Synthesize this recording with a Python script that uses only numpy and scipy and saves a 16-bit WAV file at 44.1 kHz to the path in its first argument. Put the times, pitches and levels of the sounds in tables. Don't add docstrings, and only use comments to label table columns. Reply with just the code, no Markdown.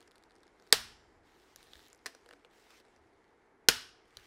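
import sys
import numpy as np
from scipy import signal
from scipy.io import wavfile
from scipy.ndimage import uniform_filter1d

SR = 44100
rng = np.random.default_rng(int(sys.argv[2]) if len(sys.argv) > 2 else 0)


def linear_from_db(decibels):
    return 10 ** (np.asarray(decibels, float) / 20)


def inscribe(sig):
    pcm = np.round(np.clip(np.atleast_2d(sig).T, -1, 1) * 32767)
    wavfile.write(sys.argv[1], SR, pcm.astype(np.int16))


N = 188042

# (frequency [Hz], level [dB])
PLAIN_WALLS = [(100, 0.5), (15000, -4)]


def evened(x):
    return x / np.sqrt(np.mean(x ** 2) + 1e-20)


def read(points, hz):
    f, value = np.transpose(points)
    return np.interp(np.log(hz + 1), np.log(f + 1), value)


def add(mix, start_s, sound):
    part = mix[round(start_s * SR):][:len(sound)]
    part += sound[:len(part)]


def noise(field_db, patchy_db):
    t = np.arange(N // 128 + 5) * 128 / SR
    hz = np.fft.rfftfreq(512, 1 / SR)
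    real, imag, patches = rng.standard_normal((3, len(t), len(hz)))
    patches = uniform_filter1d(patches, size=14, axis=0)
    patches = evened(uniform_filter1d(patches, size=8, axis=1))
    z = (real + 1j * imag) * linear_from_db(field_db(t[:, None], hz) + patchy_db * patches)
    return signal.istft(z.T, nperseg=512, noverlap=384)[1][:N]


def hum():
    # (frequency [Hz], density [dB per Hz])
    hum_colour = [(55, -56.5), (90, -25), (120, -14), (220, -20), (270, -4), (430, -1.5), (500, -15.5),
                  (700, -8), (880, -7.5), (1050, -13), (2150, -15), (2600, -27), (5000, -34),
                  (11800, -42.5), (12300, -58)]
    # (time [s], level [dB])
    hum_level = [(0.0, 1.5), (4.26, 0.5)]
    swell_db = np.interp(np.arange(N) / SR, *np.transpose(hum_level))
    steady = noise(lambda t, hz: read(hum_colour, hz) + 0 * t, patchy_db=0.5)
    return linear_from_db(-68 + swell_db) * evened(steady)


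def rumble():
    # (time [s], level [dB], t60 [s])
    jolts = [
        (.75, -52, .3),
        (.8, -68.5, 2.1),
        (1.57, -75, .5),
        (1.75, -66, .3),
        (2.97, -72, .3),
        (3.686, -54, .5),
        (4.16, -68, 0.37),
    ]
    floor_db, rise_s = -79.5, .015
    band = signal.butter(2, [22, 105], "bandpass", fs=SR, output="sos")
    shake = signal.sosfilt(band, rng.standard_normal(N))
    level, t = np.full(N, linear_from_db(floor_db)), np.arange(SR) / SR
    for start_s, db, t60_s in jolts:
        add(level, start_s, linear_from_db(db - 60 * t / t60_s) * np.minimum(t / rise_s, 1))
    return level * evened(shake)


def shop(x, colour):
    # (frequency [Hz], t60 [s])
    room_t60 = [(100, 0.25), (400, 0.22), (1200, .39), (3000, .39), (6000, 0.37), (10000, 0.36),
                (15000, .26)]
    # (frequency [Hz], level [dB])
    panel_colour = [(300, -30), (900, -21.5), (1600, -14.5), (2200, -24), (3000, -15), (4000, -22.5),
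                    (5400, -14.5), (6500, -25.5), (9000, -45)]
    t = np.arange(SR // 2) / SR
    near = 4.0 * linear_from_db(-60 * t / 0.065)
    taps = rng.standard_normal(len(t)) * (1 + near)
    hz, frame_s, z = signal.stft(taps, SR, nperseg=256)
    room = linear_from_db(-60 * frame_s / read(room_t60, hz)[:, None])
    far = linear_from_db(read(panel_colour, hz)[:, None] - 60 * frame_s / .75)
    tail = signal.istft(z * linear_from_db(read(colour, hz))[:, None] * (room + far), SR, nperseg=256)[1]
    tail *= np.clip(np.arange(len(tail)) / SR / .003, 0, 1) ** 2
    return signal.fftconvolve(x, tail / np.linalg.norm(tail))[:N]


def rub():
    # (start [s], length [s], level [dB], swell over the stroke [dB], grip [-1..1.2])
    strokes = [(0, .1, -67, -11, -0.36), (.1, 0.51, -79, 3, 0), (0.595, 0.12, -76, 6, .9),
               (.9, .3, -77, 0, -.6), (1.24, .31, -70, 3, 0), (1.562, .13, -64.5, 0, .4),
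               (1.69, .2, -64.5, -1, 1.2), (1.89, .05, -67, -2, .2), (1.96, .14, -74, 2, -.3),
               (2.1, 0.28, -72, 0.5, -0.59), (2.37, 0.11, -76, 0, -.3), (2.51, .18, -68, 2.5, .2),
               (2.686, .12, -61.5, 0, -0.31), (2.82, .17, -74, 1, -.5), (3, .5, -79, -4.5, 0.19),
               (4.04, .13, -75, 8, -.9), (4.17, .15, -63, 3, -.3)]
    # (frequency [Hz], level [dB])
    rub_colour = [(300, -59.5), (600, -20.5), (1000, -4.5), (1800, -1), (3000, -4), (5000, -6),
                  (8000, -12.5), (11000, -18.5), (16000, -20.5)]
    rise_s, fall_s = 0.052, .035
    bright_db_per_octave, cup_db = 2, 5

    def field_db(t, hz):
        cup = cup_db * np.exp(-((hz - 3800) / 800) ** 2)
        firm_db = cup + bright_db_per_octave * np.log2(np.clip(hz, 1000, 16000) / 4000)
        power = 1e-12
        for start_s, length_s, db, swell_db, grip in strokes:
            rise = (t - start_s) / rise_s + .5
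            fall = (start_s + length_s - t) / fall_s + .5
            on = np.clip(np.minimum(rise, fall), 0, 1)
            progress = np.clip((t - start_s) / length_s, 0, 1)
            power = power + (on * linear_from_db(db + swell_db * progress + grip * firm_db)) ** 2
        return read(rub_colour, hz) + 10 * np.log10(power)

    slips = evened(uniform_filter1d(rng.standard_normal(N), size=70))
    grain = linear_from_db(1.3 * np.clip(slips, 0, 3) ** 2)
    return linear_from_db(-16.5) * noise(field_db, patchy_db=1.8) * grain


def ticks(rows, tube_db, stand_db, edge_db, edge_hz, t60_s):
    out, t = np.zeros(N), np.arange(2000) / SR
    scrapes = rng.standard_normal((len(rows), len(t)))
    for (start_s, db, pitch_hz, *lift_db), scrape in zip(rows, scrapes):
        drive = scrape * linear_from_db(-60 * t / max(t60_s, .001))
        spots = [(min(pitch_hz, 15000), 1.7, 0), (1650, 1.7, tube_db + sum(lift_db)),
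                 (520, 2.5, stand_db), (edge_hz, 1.8, edge_db)]
        for spot_hz, sharp, part_db in spots:
            spot = signal.iirpeak(spot_hz, sharp, SR)
            part = signal.lfilter(*spot, signal.lfilter(*spot, drive))
            add(out, start_s, linear_from_db(db + part_db) * part / abs(part).max())
    return out


def thread_creaks():
    # (time [s], peak [dB], pitch [Hz])
    slips = [(.006, -51, 4500), (.0152, -51.5, 4200), (.0272, -51.5, 3830), (.076, -52, 4500),
             (.0792, -53.5, 5470), (.111, -52, 4770), (.1165, -52, 3800), (.1565, -53, 4460),
             (.1606, -55, 3810), (.1815, -53, 4950), (.2258, -57, 3860), (.2372, -51, 4100),
             (.2592, -64, 4000), (.2981, -60, 4000), (.3082, -52, 4200), (.3195, -56, 4500),
             (.3545, -55, 5300), (.3629, -55, 3810), (.3834, -60, 4130), (.4054, -63, 5630),
             (.4324, -52, 4000), (.436, -54, 3600), (.4542, -61, 3561), (.4682, -58, 5496),
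             (.4788, -53, 4240), (.5985, -53, 4258), (.6235, -53, 5070), (.6674, -55, 3999),
             (.6735, -53, 4603), (.7055, -56, 4207)]
    return ticks(slips, tube_db=-4, stand_db=-17, edge_db=-8, edge_hz=7000, t60_s=.0035)


def socket_rattle():
    # (time [s], peak [dB], pitch [Hz], tube lift [dB])
    rattles = [(1.3443, -62, 3400, 0), (1.3988, -57, 3290, 0), (1.4366, -60, 3360, 0),
               (1.5714, -56, 4870, 0), (1.6051, -51.5, 5050, 4.5), (1.6698, -51, 4147, 3),
               (1.7339, -39, 3566, -2.5), (1.7549, -42, 3370, 3), (1.793, -48.5, 3870, 6),
               (1.8037, -48, 3250, 0), (1.8195, -57, 3920, 3), (1.838, -53, 3680, -6),
               (1.865, -52, 3364, 0), (1.8537, -51, 3400, -4), (1.9011, -53, 5500, 3),
               (1.9074, -56, 3390, 0), (1.9299, -45, 6850, 0), (1.9476, -53, 5750, 1),
               (1.991, -58, 4500, 0)]
    return ticks(rattles, tube_db=-8, stand_db=-18.5, edge_db=-11, edge_hz=8200, t60_s=.0055)


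def socket_fumble():
    # (time [s], peak [dB], pitch [Hz], tube lift [dB])
    touches = [(2.149, -46, 5150, -2.5), (2.2605, -51, 3200, 0), (2.2892, -48.5, 4820, 1),
               (2.3095, -45, 2594, 2.5), (2.3284, -50.5, 4140, 0), (2.3345, -49, 4120, 3.5),
               (2.4478, -48, 2600, -3), (2.5985, -58, 4500, -3), (2.5114, -61, 3770, -3),
               (2.7074, -55, 2930, -2), (2.8004, -53, 3700, -5), (2.8114, -62, 3240, 3),
               (2.8504, -59, 4357, 1), (2.8834, -63, 3950, -3), (2.9624, -57.5, 5120, -2),
               (3.2424, -64, 3402, 0)]
    return ticks(touches, tube_db=0, stand_db=-7, edge_db=-9, edge_hz=7200, t60_s=.009)


def socket_lift():
    # (time [s], peak [dB], pitch [Hz], tube lift [dB])
    rim_scrapes = [
        (4.0551, -62, 3305, 0),
        (4.1075, -64, 2520, 4),
        (4.1534, -60, 2490, 1),
        (4.1703, -33.5, 4400, -2),
        (4.188, -53, 1700, 0),
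    ]
    return ticks(rim_scrapes, tube_db=-10, stand_db=-20, edge_db=-7, edge_hz=9000, t60_s=.009)


def steel_clinks():
    # (time [s], peak [dB], pitch [Hz], tube lift [dB])
    clinks = [
        (1.5602, -36, 5550, -2.5),
        (1.6288, -47, 3810, 0),
        (1.641, -60, 9000, 3),
        (1.8836, -52, 6500, 0),
        (1.9594, -63, 8000, 0),
        (1.977, -61, 6000, 0),
    ]
    return ticks(clinks, tube_db=-11, stand_db=-24, edge_db=-3, edge_hz=10000, t60_s=.005)


def decays(rows):
    out, t = np.zeros(N), np.arange(SR) / SR
    for start_s, db, hz, t60_s in rows:
        tone = np.sin(2 * np.pi * hz * t) * (1 - np.exp(-t / .0006))
        add(out, start_s, linear_from_db(db - 60 * t / t60_s) * tone)
    return out


def knock_rings():
    # (time [s], level [dB], frequency [Hz], t60 [s])
    knocks = [(2.066, -60, 269, .2), (2.078, -57, 674, 0.14), (2.262, -60, 470, .12), (2.3, -61, 509, .1),
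              (2.328, -56.5, 490, 0.13), (2.328, -61, 289, 0.27), (2.45, -60, 490, .1),
              (3.7, -54, 255, 0.41), (3.705, -47, 1510, .4), (3.705, -46, 2890, .45),
              (3.705, -50, 5250, .3), (3.73, -58.5, 421, 0.26)]
    return decays(knocks)


def blow(slaps, modes, peak_db, wet_db, tuned_db):
    # (frequency [Hz], level [dB])
    click_colour = [(60, -15.5), (150, -9.5), (320, -13), (500, -9.5), (900, -6.5), (1550, -2.5),
                    (2300, -5), (3000, -3.5), (5300, -4.5), (6500, -10.5), (9000, -12), (12000, -15.5),
                    (16000, -19.5)]
    steel_above_hz = 2200
    t, direct = np.arange(3000) / SR, np.zeros(N)
    steel, body = np.zeros(len(t)), np.zeros(len(t))
    for k, (hz, width_hz, db) in enumerate(modes):
        decay = np.exp(-np.pi * width_hz * t)
        ring = (-1) ** k * linear_from_db(db) * width_hz * decay * np.sin(2 * np.pi * hz * t)
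        if hz > steel_above_hz:
            steel += ring
        else:
            body += ring
    for start_s, db, body_db in slaps:
        add(direct, start_s, linear_from_db(db) * (steel + linear_from_db(body_db) * body))
    direct = signal.sosfilt(signal.butter(2, 150, "highpass", fs=SR, output="sos"), direct)
    snap = np.arange(N) == abs(direct).argmax()
    wet = shop(snap, click_colour) * np.linalg.norm(direct)
    wet = wet + linear_from_db(tuned_db) * shop(direct, PLAIN_WALLS)
    return linear_from_db(peak_db) * (direct + linear_from_db(wet_db) * wet) / abs(direct).max()


def seating():
    # (time [s], blow [dB], extra on the heavy body [dB])
    seat_slaps = [
        (2.0592, -3.5, -2),
        (2.0602, 2.5, 5.5),
        (2.0630, -5, -10),
        (2.0642, 5, -5.5),
        (2.0668, -6, 7),
    ]
    # (frequency [Hz], width [Hz], level [dB])
    seat_modes = [(400, 64, -2.5), (700, 70, -6), (1010, 120, -7), (1780, 235, 1.5), (2460, 600, -8),
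                  (4280, 840, -4.5), (5780, 1360, -7), (8200, 700, -10), (10320, 720, -14),
                  (14430, 800, -19)]
    return blow(seat_slaps, seat_modes, peak_db=-23.5, wet_db=-12, tuned_db=-1)


def first_break_over():
    # (time [s], blow [dB], extra on the heavy body [dB])
    first_slaps = [
        (.7252, -11, -4),
        (.7256, -8, 2.5),
        (.7261, 0.5, -4),
        (.7267, 2.5, -8.5),
        (.7279, -11, 10.5),
        (.7318, -22, 2),
        (.7425, -26, -1),
    ]
    # (frequency [Hz], width [Hz], level [dB])
    first_modes = [(453, 55, 1), (820, 220, -9.5), (1200, 200, -5.5), (1480, 280, -12), (1930, 320, -1),
                   (2450, 440, -12), (3540, 440, -4.5), (4380, 620, 2), (5470, 480, -6), (6129, 400, -15),
                   (7920, 310, -0.5), (10553, 470, -8.5), (12100, 700, -17), (13500, 500, -17)]
    # (frequency [Hz], level [dB], t60 [s])
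    steel_rings = [(7314, -68, 1.), (5680, -61.5, .6), (850, -67, 1.5), (230, -58, .8)]
    click = blow(first_slaps, first_modes, peak_db=0.84, wet_db=-10.0, tuned_db=-11)
    return click + decays([(first_slaps[0][0], db, hz, t60_s) for hz, db, t60_s in steel_rings])


def second_break_over():
    # (time [s], blow [dB], extra on the heavy body [dB])
    second_slaps = [
        (3.6861, -8, 8.5),
        (3.6866, 14, -8.5),
        (3.6876, -3, -0.5),
        (3.6887, -5, 7.5),
        (3.6899, -4, 3),
        (3.6922, -24, -5),
        (3.7015, -20, -7),
    ]
    # (frequency [Hz], width [Hz], level [dB])
    second_modes = [(455, 69, 0), (1090, 300, -9), (1558, 240, -2), (2460, 490, -14.5), (3144, 420, -5.5),
                    (4200, 560, -4), (5326, 600, -3.5), (6768, 400, -6), (8200, 240, -11),
                    (9940, 600, -15.5), (12105, 600, -15), (13596, 990, -19.5), (640, 150, -16)]
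    return blow(second_slaps, second_modes, peak_db=6.0, wet_db=-10.5, tuned_db=-7.0)


def scene():
    background = hum() + rumble()
    small = thread_creaks() + socket_rattle() + socket_fumble() + socket_lift() + steel_clinks()
    small += linear_from_db(-17) * shop(small, PLAIN_WALLS)
    wrench = seating() + first_break_over() + second_break_over()
    return (background + rub() + small + knock_rings() + wrench)[None]


def low_pass(x):
    return signal.sosfilt(signal.butter(12, 16380, fs=SR, output="sos"), x)


def record(dry):
    faint_hz, faint_db, faint_cut_db, edge_hz = 12000, -113, -20, 15850
    hz, _, z = signal.stft(dry, SR, nperseg=1024)
    power = uniform_filter1d(abs(z) ** 2, size=16, axis=1)
    power = uniform_filter1d(power, size=3, axis=2)
    faint = (power < linear_from_db(2 * faint_db)) & (hz[:, None] > faint_hz)
    faint_treble = signal.istft(z * faint, SR, nperseg=1024)[1][:, :N]
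    kept = dry - (1 - linear_from_db(faint_cut_db)) * faint_treble
    lowpass = signal.firwin(201, edge_hz, fs=SR)[None]
    limited = signal.oaconvolve(np.clip(kept, -1, 1), lowpass, "same")
    return low_pass(np.clip(limited, -1, 1))


dry = scene()
out = record(dry)
inscribe(out)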